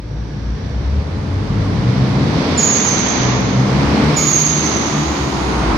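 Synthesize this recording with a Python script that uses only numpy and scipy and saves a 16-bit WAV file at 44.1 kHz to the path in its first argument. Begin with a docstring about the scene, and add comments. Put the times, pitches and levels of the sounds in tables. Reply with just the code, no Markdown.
"""A turbocharged V6 comes down an empty concrete parking garage toward a two-port microphone.
Far off, an unsteady engine speed drives exhaust tones and puffs; tyre roar and rushing air are noise.
It pulls through first gear, and after the lift an escaping jet of boost whistles, sprays and sighs.
Second gear bites with a cough, a faint bright click follows, and the second lift whistles brighter.
Last, tread hum and drumming swell up close; the concrete's long decaying echo washes over the car."""
import sys
import numpy as np
from scipy import signal
from scipy.fft import rfft, irfft
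from scipy.io import wavfile
from scipy.ndimage import uniform_filter1d, minimum_filter1d

SR = 44100
rng = np.random.default_rng(int(sys.argv[2]) if len(sys.argv) > 2 else 0)


def persist_wave(psi):
    """Save psi, clipped to +-1, as 16-bit WAV."""
    counts = np.round(np.clip(psi, -1, 1) * 32767).astype(np.int16)
    wavfile.write(sys.argv[1], SR, np.atleast_2d(counts).T)


N = 254853

# Echo of the garage. Each row: frequency in Hz, time to die by 60 dB in seconds.
GARAGE_DECAY = [(60, 3.8), (250, 2.8), (1000, 3.4), (3000, 1.7), (6500, 1.75), (13000, .7)]
# Likeness of diffuse sound at the two ports. Each row: frequency in Hz, likeness from 0 to 1.
PORT_LIKENESS = [(30, .99), (60, .987), (120, .965), (240, .9), (480, .66), (960, .17), (1900, .03),
                 (8000, 0)]
# Treble balance of the microphone ports. Each row: frequency in Hz, left minus right in dB.
PORT_BALANCE = [(60, 1.1), (500, .9), (900, -.5), (1600, -1), (2600, -4.5), (3600, -7.5), (4700, -11),
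                (6500, -8), (7500, -5), (8700, -.3), (15000, 0)]
# Loudness curve shared by tyres and exhaust: rises as the car comes, then dips and recovers.
# Each row: time in seconds, relative level in dB.
SHARED_LOUDNESS = [(0, -24), (1.3, -10), (2.5, -1.5), (3.3, 2.5), (3.52, -2), (4.02, 3.5), (4.45, -8.5),
                   (4.72, 0.5), (5.3, -4), (5.78, 3.5)]

# Rushing air. Each row: time in seconds, level in dB.
AIR_LEVEL = [(0, -48), (.6, -42), (1.3, -40), (2.15, -31.5), (2.62, -25), (3.2, -24), (3.55, -30.5),
             (4.15, -26), (4.75, -25.5), (5.35, -30), (5.78, -30)]
# Fine treble hiss, which rises, drops out and returns. Each row: time in seconds, level in dB.
FINE_HISS_LEVEL = [(0, -60), (2.65, -41), (3.3, -54.5), (3.7, -41.5), (4.2, -36.5), (5.78, -41)]
# Spectra of the air and the fine hiss. Each row: frequency in Hz, relative density in dB per Hz.
AIR_COLOUR = [(40, -12), (250, -5.5), (900, -3), (1650, -1), (2200, 2), (2700, -3), (3500, -2), (4500, -4),
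              (5500, -6.5), (6300, -11), (7100, -28), (8200, -82), (12000, -61)]
FINE_HISS_COLOUR = [(4000, 15), (7000, 13), (8500, 8.5), (10500, 2), (12000, -1.5), (15500, -10)]

# Hum of the tyre tread, growing as the car comes close. Each row: time in seconds, level in dB.
TREAD_LEVEL = [(0, -87), (4.3, -33.5), (5.1, -30), (5.6, -27.5), (5.78, -29)]
# Spectra of tyre roar, tread hum and the tyres' drumming on the concrete.
# Each row: frequency in Hz, relative density in dB per Hz.
TYRE_COLOUR = [(30, -11), (110, -4), (250, 0), (550, -6), (750, -2.5), (1000, -1.5), (1300, -5.5),
               (1650, -9), (2100, -10), (3000, -20), (8000, -87)]
TREAD_COLOUR = [(400, -48), (650, 2.5), (850, 6), (1050, 7), (1400, -0.5), (2500, -43), (6000, -60)]
DRUM_COLOUR = [(200, -45), (275, -11), (325, -0.5), (410, -9), (500, -36), (4000, -89.5)]
TYRES_DB, DRUM_OVER_TREAD_DB = -23.5, 2.5  # the roar is relative to the shared loudness

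# Thin whines, chirps and a faint, nearly steady hum near 1.6 kHz.
# Each row: start in seconds, length in seconds, start pitch in Hz, end pitch in Hz, level halfway in dB,
# swell from start to end in dB, blur as a share of the start pitch.
WHINES = [(0, 1, 5670, 5770, -56.5, 0, 0.051), (0, 1.0, 1620, 1677, -51, 5, 0.11),
          (2.497, 0.098, 4500, 4320, -39, 8, .025), (4.171, 0.14, 1290, 1127, -30, 0, 0.08),
          (4.134, 0.148, 2296, 2178, -32.5, -3, 0.044), (4.796, 0.93, 6820, 6450, -41.5, -10, 0.045),
          (4.88, 0.92, 14300, 7640, -58, 14, 0.052)]
WHINE_FADE_SHARE = .12  # of the length, at each end

# Blow-off whistle, one row a gear change; the top octave is duller from far away.
# Each row: start in seconds, length in seconds, pitch it sinks to in Hz, quick drop as the valve lifts
# in Hz, sinking time in seconds, level before the fade in dB, top octave in dB.
BLOW_OFFS = [(2.572, 0.78, 6155, 439.4, 0.27, -12, -3.5), (4.161, 0.83, 6124, 230.8, .31, -12, 3)]
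# Sigh of the escaping air. Each row: frequency in Hz, relative density in dB per Hz.
SIGH_COLOUR = [(2000, -50), (4300, 0), (5700, 3.5), (6400, 1), (7200, 2.5), (8200, -15), (9400, -20),
               (10500, -10.5), (12000, -24), (15500, -44)]
VALVE_OPENS_S, VALVE_CLOSES_S, BOOST_FADE_DB_PER_S = .012, 0.073, 30.5
SNAP_S = 0.021  # the pitch drops fast as the valve lifts
SAG_HZ = 641  # then holds briefly and sinks with the boost pressure
# the valve bounces on its spring and bends the pitch
REBOUND_HZ, REBOUND_PERIOD_S, REBOUND_DIES_S = 102.3, 0.16, 0.254

# Engine speed through first and second gear.
# Each row: time in seconds, mean firing rate of one cylinder bank in Hz.
BANK_RATE = [(0, 25), (.2, 29.5), (.5, 29.5), (.87, 34.5), (1.15, 41.5), (1.45, 49.5), (1.7, 59),
             (1.95, 64), (2.15, 69), (2.52, 86), (2.75, 65), (3.2, 61), (3.55, 65), (3.85, 70.5), (4.1, 76),
             (4.4, 77.5), (4.8, 76.5), (5.08, 70), (5.3, 66), (5.5, 61), (5.78, 52)]
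# The throttle, one row a gear. Each row: starts to open in seconds, starts to close in seconds,
# closing time in seconds.
PULLS = [(1.17, 2.245, 0.57), (3.09, 4.15, 0.05)]
THROTTLE_OPENS_S = 0.5

# Tones in the echoing rumble. Each row: multiple of the bank rate, relative level in dB.
ORDER_LEVELS = [(1, 5.5), (2, -5), (3, -8), (4, -6.5), (5, -10.5), (6, -16), (9, -17)]
# Spectrum of the exhaust rumble. Each row: frequency in Hz, relative density in dB per Hz.
EXHAUST_COLOUR = [(20, -39), (38, -42), (52, -12.5), (68, -17), (92, 0.5), (125, 1), (155, 3.5),
                  (195, 11.5), (270, 0), (360, -8), (450, -7), (600, -13), (850, -18.5), (1600, -25.5),
                  (5000, -71)]
# Borders between boom, drone, growl and rasp: frequencies in Hz.
REGISTER_EDGES_HZ = [95, 170, 260]
# Bass boom under the drone. Each row: time in seconds, level in dB.
BOOM_LEVEL = [(0, -43), (.9, -28.5), (1.6, -26.5), (2.4, -34), (2.72, -39), (3.3, -27.5), (4.0, -42),
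              (4.35, -48), (4.95, -55), (5.3, -43), (5.78, -38)]
# Drone, growl and rasp above the boom. Each row: base level in dB, share of the shared loudness,
# gain at full throttle in dB.
REGISTERS = [(-27.5, 0.017, 5.5), (-28, 0.43, 3.5), (-25, 0.47, 2.5)]

# The three lowest exhaust tones, at 1, 2 and 3 times the bank rate, swell and dip as the car moves
# through the hall. Each row: time in seconds, mean level in dB.
BANK_TONE = [(0, -70), (1.9, -46), (2.18, -32), (2.55, -27), (2.8, -47), (3.4, -51), (3.75, -24),
             (4.05, -25), (4.3, -36), (4.65, -30), (4.92, -35), (5.1, -25), (5.45, -24.5), (5.7, -21)]
FIRING_TONE = [(0, -30), (.22, -25), (.37, -34), (.46, -17.5), (.61, -29.5), (.7, -21), (.87, -17.5),
               (1.0, -17.5), (1.1, -25), (1.5, -22.5), (1.66, -20.5), (1.97, -16.5), (2.25, -20),
               (2.38, -27), (2.95, -41), (3.2, -24.5), (3.42, -21.5), (3.58, -16.5), (3.85, -18.5),
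               (3.98, -27), (4.12, -20), (4.3, -29.5), (4.55, -26), (4.8, -37), (5, -24.5), (5.2, -29),
               (5.78, -52)]
GROWL_TONE = [(0, -65), (1, -37), (1.55, -30.5), (1.9, -26), (2.2, -22), (2.4, -34), (2.9, -26.5),
              (3.3, -41), (3.55, -19), (3.75, -25), (3.93, -19), (4.15, -31), (4.35, -32), (4.6, -27),
              (4.75, -43), (5.78, -33)]
# uneven firing frays each tone: level when coasting, extra at full throttle, spread per multiple
RAGGED_DB, RAGGED_LOAD_DB, RAGGED_HZ = -11, 2.5, 9
SURGE_DB, SURGE_HZ = 1.0, 8

# Bark of the tailpipe as the revs climb under load.
# Each row: frequency in Hz, relative density in dB per Hz.
BARK_COLOUR = [(100, -52), (200, -26), (260, 6.5), (330, -9), (430, -0.5), (520, -4.5), (700, -10.5),
               (1100, -13), (2000, -40), (8000, -96)]
# level at full throttle and this bank rate, and its slope with the rate
BARK_DB, BARK_FULL_HZ, BARK_DB_PER_HZ = -24.5, 74, 0.52
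COUGH_AT_S, COUGH_S, COUGH_DB = 3.27, 0.064, -26.5

TIME = np.arange(N) / SR
BINS = np.fft.rfftfreq(N, 1 / SR)  # Hz


def gain_of(db):
    """Decibels to amplitude."""
    return 10 ** (np.asarray(db) / 20)


def evened(x):
    """Scales to rms 1."""
    return x / np.sqrt(np.mean(x ** 2) + 1e-20)


def read(points, hz):
    """Reads a spectrum table on a log-frequency axis."""
    f, value = np.transpose(points)
    return np.interp(np.log(hz + 1), np.log(f + 1), value)


def curves(rows):
    """The columns of a time table, one value a sample."""
    s, *columns = np.transpose(rows)
    return [np.interp(TIME, s, c) for c in columns]


def ramp(start, seconds):
    """Rises from 0 to 1, beginning at start."""
    return np.clip((TIME - start) / seconds, 0, 1)


def coloured(x, points):
    """Filters by a spectrum table."""
    return irfft(rfft(x) * gain_of(read(points, BINS)), N)


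def wander(hz):
    """Smooth chance of rms 1, mostly slower than hz."""
    return evened(irfft(rfft(rng.standard_normal(N)) / (1 + (BINS / hz) ** 4), N))


def fuzzy(phase, width_hz):
    """A narrow band of turbulence around a gliding tone, rms about 1."""
    return wander(width_hz) * np.sin(phase) + wander(width_hz) * np.cos(phase)


def steadied(x, seconds):
    """Takes the slow swells out of a stereo sound, leaving rms about 1."""
    power = uniform_filter1d((x ** 2).mean(0), max(int(seconds * SR), 1))
    return x / np.sqrt(abs(power) + 1e-12)


def diffuse():
    """Noise from all sides: alike at both ports in the bass, unrelated in the treble."""
    left, other = rfft(rng.standard_normal((2, N)))
    same = np.clip(read(PORT_LIKENESS, BINS), -1, 1)
    right = same * left + np.sqrt(1 - same ** 2) * other
    return irfft(np.array([left, right]), N)


def garage(x, direct_db):
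    """The straight path plus a dense tail in which each band dies at its own speed."""
    hz, t, z = signal.stft(diffuse()[:, :2 * SR], SR, nperseg=512)
    decay_db = -60 * t / read(GARAGE_DECAY, hz)[:, None]
    tail = signal.istft(z * gain_of(decay_db), SR, nperseg=512)[1]
    tail = tail / np.linalg.norm(tail[0])
    echo = signal.fftconvolve(x[None], tail, axes=1)[:, :N]
    direct = gain_of(direct_db)
    return (direct * x + echo) / np.sqrt(1 + direct ** 2)


def rush(colour, level_db):
    """A turbulent roar that the concrete has scattered to all sides."""
    flutter_db = .3 * wander(14)
    return evened(coloured(diffuse(), colour)) * gain_of(level_db + flutter_db)


def air():
    """Rushing air and a fine treble hiss, both noise from all sides."""
    rushing = rush(AIR_COLOUR, curves(AIR_LEVEL)[0])
    return rushing + rush(FINE_HISS_COLOUR, curves(FINE_HISS_LEVEL)[0])


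def tyres():
    """A broad roar all the way; tread hum and drumming on the concrete once the car is close."""
    roar = rush(TYRE_COLOUR, TYRES_DB + curves(SHARED_LOUDNESS)[0])
    tread_db = curves(TREAD_LEVEL)[0]
    tread = evened(coloured(rng.standard_normal(N), TREAD_COLOUR)) * gain_of(tread_db)
    drumming = rush(DRUM_COLOUR, tread_db + DRUM_OVER_TREAD_DB)
    return roar + garage(tread, direct_db=-4.0) + drumming


def click(s=3.407, level_db=-33, ring_s=0.00054):
    """A faint bright click: a tiny burst of high noise without echo."""
    age = TIME - s
    snap = (age >= 0) * np.exp(-abs(age) / ring_s) * rng.standard_normal(N)
    return gain_of(level_db) * coloured(snap, [(2000, -17), (7000, 5), (15000, -3)])


def whine(start, length, from_hz, to_hz, level_db, swell_db, spread):
    """A thin tone blurred into a narrow band of noise: fades in, glides, fades out."""
    along = ramp(start, length)
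    hz = from_hz + (to_hz - from_hz) * along
    fade = np.minimum(np.minimum(along, 1 - along) / WHINE_FADE_SHARE, 1)
    size = fade * gain_of(level_db + swell_db * (along - .5))
    return size * fuzzy(2 * np.pi * np.cumsum(hz) / SR, spread * from_hz)


def blow_off(start, length, rest_hz, snap_hz, sag_s, level_db, top_db,
             spray_db=-2, overtone_db=-27, sigh_db=-15, spray_rise_s=0.094):
    """Boost escapes over the valve edge: a whistle breaking up into spray, its octave and a broad sigh."""
    age = np.maximum(TIME - start, 0)
    hz = rest_hz + snap_hz * np.exp(-(age / SNAP_S) ** 2) + SAG_HZ / (1 + (age / sag_s) ** 2)
    hz -= REBOUND_HZ * np.exp(-age / REBOUND_DIES_S) * np.sin(2 * np.pi * age / REBOUND_PERIOD_S)

    closing = ramp(start + length - VALVE_CLOSES_S, VALVE_CLOSES_S)
    opening = ramp(start, VALVE_OPENS_S) * (1 - closing)
    gusts_db = 2.2 * wander(18)
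    size = opening * gain_of(level_db + gusts_db - BOOST_FADE_DB_PER_S * age)

    breakup = 1 - np.exp(-age / spray_rise_s)
    jitter = breakup * (.009 * wander(90) + .007 * wander(14))
    phase = 2 * np.pi * np.cumsum(hz * (1 + jitter)) / SR
    whistle = evened(gain_of(3 * wander(60))) * np.sin(phase)
    spray = gain_of(spray_db) * breakup * fuzzy(phase * .978, width_hz=260)
    # the octave only sounds while the jet is strong
    strength = np.sqrt(breakup * abs(size) / size.max())
    octave = gain_of(overtone_db) * strength * fuzzy(2 * phase, width_hz=300)
    sigh = gain_of(sigh_db) * evened(coloured(rng.standard_normal(N), SIGH_COLOUR))
    jet = size * (whistle + spray + octave + sigh)
    return coloured(jet, [(8000, 0.0025), (12000, top_db)])


def throttle():
    """0 coasting, 1 pulling hard: opens, holds and closes once a gear."""
    load = np.zeros(N)
    for opens, closes, closing_s in PULLS:
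        load += ramp(opens, THROTTLE_OPENS_S) * (1 - ramp(closes, closing_s))
    return load


def tailpipe(turns, uneven_db=-15, puff_length=0.66):
    """Tones of the firing banks, weaker ones from unequal cylinders, and a turbulent puff a firing."""
    tones = np.zeros(N)
    for k in range(3, 28):
        order = k / 3  # thirds of the bank rate: three cylinders a bank
        level_db = read(ORDER_LEVELS, order) + (0 if order.is_integer() else uneven_db)
        tones += gain_of(level_db) * np.sin(2 * np.pi * (order * turns + rng.random()))
    puffs = np.exp(-(2 * turns % 1) / puff_length) * rng.standard_normal(N)
    return evened(tones) + gain_of(10.5) * evened(puffs)


def exhaust_rumble(turns):
    """Echoes lag in pitch and beat against the engine, split by pitch into four registers."""
    rest = rfft(coloured(garage(tailpipe(turns), direct_db=-10), EXHAUST_COLOUR))
    registers = []
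    for edge_hz in REGISTER_EDGES_HZ:
        below = rest / (1 + (BINS / edge_hz) ** 16)
        registers.append(below)
        rest = rest - below
    registers.append(rest)

    # the boom has its own level curve; drone, growl and rasp follow throttle and shared loudness
    loudness_db, load = curves(SHARED_LOUDNESS)[0], throttle()
    levels_db = curves(BOOM_LEVEL)
    for db, share, pull_db in REGISTERS:
        levels_db.append(db + share * loudness_db + pull_db * load)
    return sum(steadied(irfft(z, N), seconds=0.29) * gain_of(db) for z, db in zip(registers, levels_db))


def bark(turns):
    """A throaty roar, one coarse puff a bank firing: grows with throttle and revs, coughs as a gear bites."""
    level_db = BARK_DB + BARK_DB_PER_HZ * (curves(BANK_RATE)[0] - BARK_FULL_HZ)
    cough = gain_of(COUGH_DB) * np.exp(-((TIME - COUGH_AT_S) / COUGH_S) ** 2)
    size = gain_of(level_db) * np.sqrt(throttle()) + cough
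    puffs = np.exp(-(turns % 1) / .45) * (rng.standard_normal(N) + .25)
    roar = evened(coloured(puffs - puffs.mean(), BARK_COLOUR))
    return garage(roar * size, direct_db=7)


def exhaust_tones(turns):
    """The low notes of the tailpipe, ragged under load, surging and beating against their own echo."""
    ragged = gain_of(RAGGED_DB + RAGGED_LOAD_DB * throttle())
    tones = np.zeros((2, N))
    for order, level in enumerate([BANK_TONE, FIRING_TONE, GROWL_TONE], 1):
        phase = 2 * np.pi * (order * turns + rng.random())
        tone = np.sqrt(2) * np.sin(phase) + ragged * fuzzy(phase, order * RAGGED_HZ)
        level_db = curves(level)[0] + SURGE_DB * wander(SURGE_HZ)
        tones += steadied(garage(tone, direct_db=5.5), seconds=.22) * gain_of(level_db)
    return tones


def exhaust():
    """One slightly unsteady engine speed drives the direct tones, their rumbling echo and the bark."""
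    rate_hz = curves(BANK_RATE)[0] * (1 + .011 * wander(9))
    turns = np.cumsum(rate_hz) / SR  # firings of one bank so far
    return exhaust_tones(turns) + exhaust_rumble(turns) + bark(turns)


def scene():
    """Air, tyres, a faint click, thin whines, the blow-off valve and the exhaust of the approaching car."""
    whines = garage(sum(whine(*row) for row in WHINES), direct_db=4)
    valve = garage(sum(blow_off(*row) for row in BLOW_OFFS), direct_db=1)
    return air() + tyres() + click() + whines + valve + exhaust()


def record(dry):
    """The colour of each microphone port, a peak limiter, then the band limit."""
    balance_db = np.outer([.5, -.5], read(PORT_BALANCE, BINS))
    ports = irfft(rfft(dry) * gain_of(balance_db), N)
    allowed = .93 / np.maximum(abs(ports).max(0), .93)
    limited = ports * uniform_filter1d(minimum_filter1d(allowed, size=400), size=400)
    lowpass = signal.firwin(511, 15750, window=("kaiser", 9), fs=SR)  # edge in Hz
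    return signal.oaconvolve(limited, lowpass[None], "same")


dry = scene()
out = record(dry)
persist_wave(out)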